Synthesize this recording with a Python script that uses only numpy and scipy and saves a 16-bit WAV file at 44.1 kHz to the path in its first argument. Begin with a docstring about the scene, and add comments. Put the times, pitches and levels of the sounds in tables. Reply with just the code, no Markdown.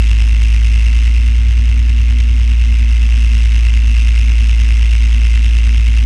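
"""Fire engine cab, pump running

Inside the parked cab, a six-cylinder diesel booms as it drives the water pump, its firing rate creeping up and
down with the load. Its fourth harmonic beats with a nearby tone, likely the pump's vanes. Close to the
microphone the boom shakes a loose plastic housing, which chatters on one half of each swing and knocks on the
other, more lightly when the engine runs fast."""
import sys
import numpy as np
from scipy import signal
from scipy.fft import rfft, irfft, next_fast_len
from scipy.io import wavfile

SR = 44100
rng = np.random.default_rng(int(sys.argv[2]) if len(sys.argv) > 2 else 0)


def wav_out(sig):
    """Save sig, one row per channel (or a flat mono array), as 16-bit PCM at SR to the path in sys.argv[1]."""
    wavfile.write(sys.argv[1], SR, np.round(np.clip(np.atleast_2d(sig).T, -1, 1) * 32767).astype(np.int16))


N = 266805
TIME = np.arange(N) / SR
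USUAL_RATE = 57     # firings per second; the housing swings once per firing


def from_db(db):
    """Decibels to gain."""
    return 10 ** (np.asarray(db) / 20)


def unit_rms(x):
    """Scale to an rms of 1."""
    return x / np.sqrt(np.mean(x ** 2) + 1e-20)


def curve(rows):
    """Join (seconds, value) rows into a value at every sample."""
    return np.interp(TIME, *np.transpose(rows))


def overspeed(rate):
    """Firings per second above the usual speed."""
    return np.maximum(rate - USUAL_RATE, 0)


def drift(hz):
    """A smooth random wander of rms 1 that changes about hz times a second."""
    hop, settle = 40, 2000
    pole = np.exp(-2 * np.pi * hz * hop / SR)
    noise = rng.standard_normal(N // hop + settle + 2)
    slow = signal.lfilter([1], [1, -2 * pole, pole * pole], noise)[settle:]
    return np.interp(np.arange(N) / hop, np.arange(len(slow)), unit_rms(slow))


def soften(x, corner_hz):
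    """One-pole low-pass: a longer, softer contact."""
    pole = np.exp(-2 * np.pi * corner_hz / SR)
    return signal.lfilter([1 - pole], [1, -pole], x)


def lift_db(hz, modes):
    """How far a set of resonances raises each frequency."""
    return sum(lift / (1 + (2 * (hz - centre) / width) ** 2) for centre, width, lift in modes)


def resonate(x, spectrum, modes=()):
    """Pass x through a body with a broad spectrum and ringing resonances on top; rms 1."""
    size = 2 * next_fast_len(N // 2 + SR // 4)
    hz = np.maximum(np.arange(size // 2 + 1) * SR / size, 1)
    points_hz, points_db = np.transpose(spectrum)
    db = np.interp(np.log(hz), np.log(points_hz), points_db) + lift_db(hz, modes)
    # minimum phase, so the ringing follows each tap
    cepstrum = irfft(np.log(from_db(db)))
    cepstrum[1:size // 2] *= 2
    cepstrum[size // 2 + 1:] = 0
    return unit_rms(irfft(rfft(x, size) * np.exp(rfft(cepstrum)))[:N])


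# The noise bed inside the cab. Each row: frequency in Hz, relative level in dB.
RUMBLE_SPECTRUM = [(20, -25.5), (45, -25), (62, -2.5), (80, -9), (98, 4.5), (117, -12), (137, -22),
                   (155, -6.5), (195, -13), (228, -6), (262, -12.5), (325, -11.5), (385, -24.5),
                   (470, -20.5), (620, -27.5), (1600, -25.5), (4000, -30.5), (12000, -84.5)]

def cab_rumble():
    """Combustion and fan noise reach the microphone through the cab walls."""
    return from_db(-36.5) * resonate(rng.standard_normal(N), RUMBLE_SPECTRUM)


# The cab's air around the microphone. Each row: resonance in Hz, width in Hz, lift in dB.
CAB_AIR_MODES = [(100, 6.5, 21), (235, 17, 8)]

def cab_tone(hz, phase, level_db):
    """A tone swells as it slides into an air resonance of the cab."""
    return np.sqrt(2) * from_db(level_db + lift_db(hz, CAB_AIR_MODES)) * np.cos(phase)


def hum(firings, rate, per_firing, level_db, delay_s, waver_db):
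    """A slightly unsteady tone geared to the engine, delayed on its way into the cab."""
    hz = per_firing * rate
    phase = 2 * np.pi * (per_firing * firings - hz * delay_s) + .25 * drift(1.5)
    return cab_tone(hz, phase, level_db + waver_db * drift(1.5))


# The slow swell of both hums in the cab. Each row: time in seconds, gain in dB.
HUM_GAIN = [(0, 0.5), (2.2, -0.5), (2.9, 2.5), (3.6, -0.5), (5.3, -1.5), (6.05, 0)]

def beating_hums(firings, rate):
    """The engine's fourth harmonic and the pump's tone beat five to six times a second."""
    engine = hum(firings, rate, per_firing=4, level_db=-48.2, delay_s=.0007, waver_db=1.4)
    pump = hum(firings, rate, per_firing=4.0975, level_db=-48.7, delay_s=.0003, waver_db=1.2)
    return from_db(curve(HUM_GAIN)) * (engine + pump)


# The diesel's tones before the cab lifts them.
# Each row: multiple of the six-firing cycle, relative level in dB.
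DIESEL_TONES = [(3, -43), (4, -39), (5, -32), (6, 1), (7, -23.5), (8, -39), (9, -25.5), (10, -31),
                (11, -33.5), (12, -37.5), (13, -46), (15, -43), (16, -43), (17, -44), (18, -45), (20, -48),
                (22, -50), (23, -49), (25, -48), (26, -48), (30, -52), (33, -54), (48, -55)]

def diesel_boom(firings, rate):
    """A steady firing tone; unequal cylinders add weaker, wavering tones at multiples of the cycle."""
    tones = np.zeros(N)
    for multiple, level_db in DIESEL_TONES:
        per_firing = multiple / 6
        away = abs(per_firing - 1)      # tones far from the firing rate lag and waver more
        phase = 2 * np.pi * (per_firing * firings - .55 * away ** 3) + .5 * away * drift(1.5)
        waver_db = 3 * min(away, 1) * drift(2.3)
        tones += cab_tone(per_firing * rate, phase, level_db + waver_db)
    return from_db(-9.5 - .35 * overspeed(rate)) * tones


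# The cylinders as they shake the housing, in firing order. Each row: knock in dB, chatter in dB.
CYLINDER_SHAKE = [(-0.2, 4.7), (-0.8, 2.6), (-2.2, 3.5), (-3.2, 2.5), (-2.6, 3.7), (-0.7, 3.5)]

def cylinder_db(swing):
    """Unequal cylinders take turns: the relative knock and chatter strengths of each numbered swing."""
    return np.array(CYLINDER_SHAKE)[swing % len(CYLINDER_SHAKE)].T


def contact_times(firings, rate, place, slip, jitter, late_per_db=0):
    """One contact per swing, later at speed or after a weak cylinder; offsets are shares of a swing."""
    swing = np.arange(int(firings[-1]))
    excess = np.interp(swing, firings, rate) - USUAL_RATE
    knock_db, _ = cylinder_db(swing)
    late = slip * excess - late_per_db * knock_db
    return np.interp(swing + place + late + jitter * rng.standard_normal(len(swing)), firings, TIME)


def bounces(times, force_db, bounce_s=0, bounce_db=0, scatter=0, count=1):
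    """Each contact makes count clicks, about bounce_s apart and changing by bounce_db; rms 1."""
    clicks = np.zeros(N)
    for k in range(count):
        samples = np.clip((times * SR).astype(int), 0, N - 1)
        np.add.at(clicks, samples, from_db(force_db + k * bounce_db))
        times = times + bounce_s * np.exp(scatter * rng.standard_normal(len(times)))
    return unit_rms(clicks)


def lift_off_ticks(firings, rate):
    """The housing leaves its seat with a light touch that is all treble."""
    times = contact_times(firings, rate, place=.7, slip=.025, jitter=.012)
    force_db = rng.normal(0, 3, len(times))
    ticks = bounces(times, force_db, bounce_s=.0004, bounce_db=2.5, scatter=.5, count=3)
    return unit_rms(ticks - soften(ticks, corner_hz=3850))


# Flares of chatter near the microphone. Each row: time in seconds, level in dB above a usual swing.
CHATTER_FLARES = [(1.896, 4.5), (2.015, 5), (2.186, 4), (2.203, 5)]

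def chatter(firings, rate):
    """The housing skitters along its seat in tiny taps that build to the top of the swing and die away."""
    start, peak, fade = .755, .21, .24      # shares of a swing
    taps_per_s = 10000
    swings = firings - .029 * (rate - USUAL_RATE) - start       # later at speed
    swing = np.floor(swings).astype(int) + 1
    age = swings % 1
    build = from_db(-7.5 * np.maximum(1 - age / peak, 0))
    decay = np.exp(-(np.maximum(age - peak, 0) / fade) ** 2)
    swing_db = .9 * rng.standard_normal(swing.max() + 2)
    for time_s, flare_db in CHATTER_FLARES:
        swing_db[swing[round(time_s * SR)]] = flare_db
    _, chatter_db = cylinder_db(swing)
    force_db = chatter_db + swing_db[swing] + 2.5 * rng.standard_normal(N)
    impulses = (rng.random(N) < taps_per_s / SR) * rng.choice([-1, 1], N)
    taps = impulses * from_db(force_db) * build * decay
    return unit_rms(taps - .66 * soften(taps, corner_hz=1790))      # tiny taps carry little low end


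# The hardest knocks at the microphone. Each row: time in seconds, level in dB against USUAL_KNOCK_DB.
KNOCK_ACCENTS = [(0.113, -12), (0.132, -15), (0.221, -14), (1.181, -17), (1.696, -17), (2.208, -18),
                 (3.35, -15), (3.456, -14), (3.65, -15), (3.737, -15), (4.159, -15), (4.494, -14)]
USUAL_KNOCK_DB = -16.3

def knock_force_db(firings, rate):
    """Each knock takes its cylinder's strength and some chance, lighter at speed; a few land hard."""
    swing = np.arange(int(firings[-1]))
    knock_db, _ = cylinder_db(swing)
    force_db = knock_db + 2.2 * np.tanh(rng.standard_normal(len(swing)))
    force_db -= 1.2 * overspeed(np.interp(swing, firings, rate))
    times, accent_db = np.transpose(KNOCK_ACCENTS)
    force_db[np.interp(times, TIME, firings).astype(int)] = accent_db - USUAL_KNOCK_DB
    return force_db


# The housing's stop, heard close up. Each row: frequency in Hz, relative level in dB.
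STOP_SPECTRUM = [(150, -26.5), (450, -5), (800, -0.5), (1500, 4), (2300, 12.5), (6000, -28), (15000, -67.5)]

def stop_tocks(landings, force_db):
    """The stop answers each knock with a dull tock."""
    clicks = bounces(landings, force_db + rng.normal(0, 1.8, len(landings)))
    return resonate(clicks, STOP_SPECTRUM)


def cab_tail(contacts):
    """The cab carries every contact on in a short noisy tail that dies within a few milliseconds."""
    envelope = np.sqrt(np.abs(soften(contacts ** 2, corner_hz=80.5)))
    return soften(envelope * rng.standard_normal(N), corner_hz=4530)


# The plastic's broad response to a tap, close up. Each row: frequency in Hz, relative level in dB.
PLASTIC_SPECTRUM = [(150, -22), (450, -12), (900, -16), (1500, -4), (2300, 2), (3150, 0), (4200, -8),
                    (6500, -8), (7400, -15.5), (9300, -17), (9900, -26.5), (11300, -28.5), (12000, -33),
                    (15000, -34)]
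# Its ringing. Each row: resonance in Hz, width in Hz, lift in dB.
PLASTIC_RESONANCES = [(2080, 120, 8.3), (2690, 410, 8.8), (3735, 70, 5.2), (5270, 530, 5.5),
                      (6160, 270, 3.5), (7950, 320, 6.8), (9330, 350, 6), (10460, 460, 8.5)]

def loose_housing(firings, rate):
    """On each swing the plastic rings as it lifts off, chatters, then knocks on its stop."""
    ticks = lift_off_ticks(firings, rate)
    taps = chatter(firings, rate)
    landings = contact_times(firings, rate, place=.325, slip=.045, jitter=.014, late_per_db=.02)
    force_db = knock_force_db(firings, rate)
    # the rebounds follow the main ring of the plastic and pump it up
    knocks = bounces(landings, force_db, bounce_s=.00036, bounce_db=-2.4, scatter=.22, count=5)
    tocks = stop_tocks(landings, force_db)
    contacts = knocks + from_db(.8) * taps + from_db(-14) * ticks
    contacts += from_db(-5) * cab_tail(contacts)
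    # the lighter contacts at speed are duller too, and the treble flickers by chance
    treble_db = -1.1 * (rate - USUAL_RATE) + .9 * drift(14)
    dull = soften(contacts, corner_hz=3550)
    contacts = dull + from_db(treble_db) * (contacts - dull)
    ringing = resonate(contacts, PLASTIC_SPECTRUM, PLASTIC_RESONANCES)
    level_db = -30.3 - .92 * np.abs(rate - 56.5)        # loudest at 56.5 firings per second
    return from_db(level_db) * (ringing + from_db(-9.4) * tocks)


# The diesel's speed under the pump's load. Each row: time in seconds, firings per second.
FIRING_RATE = [(0.0, 55.4), (0.55, 55.8), (0.8, 56.44), (1.3, 58.14), (1.85, 58.57), (2.35, 58.51),
               (2.6, 57.93), (3.0, 57.48), (3.3, 56.91), (4.3, 56.85), (5.1, 56.76), (6.05, 56.79)]

def scene():
    """One microphone in the cab: boom, hums and rumble all around, the rattling housing close by."""
    rate = curve(FIRING_RATE)
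    firings = np.cumsum(rate) / SR - .022       # running count of firings
    background = diesel_boom(firings, rate) + beating_hums(firings, rate) + cab_rumble()
    return (background + loose_housing(firings, rate))[None, :]


def record(dry):
    """A steep low-pass on the microphone signal, 70 dB down from 15.6 kHz."""
    return signal.sosfilt(signal.cheby2(12, 70, 15600, fs=SR, output="sos"), dry)


dry = scene()
out = record(dry)
wav_out(out)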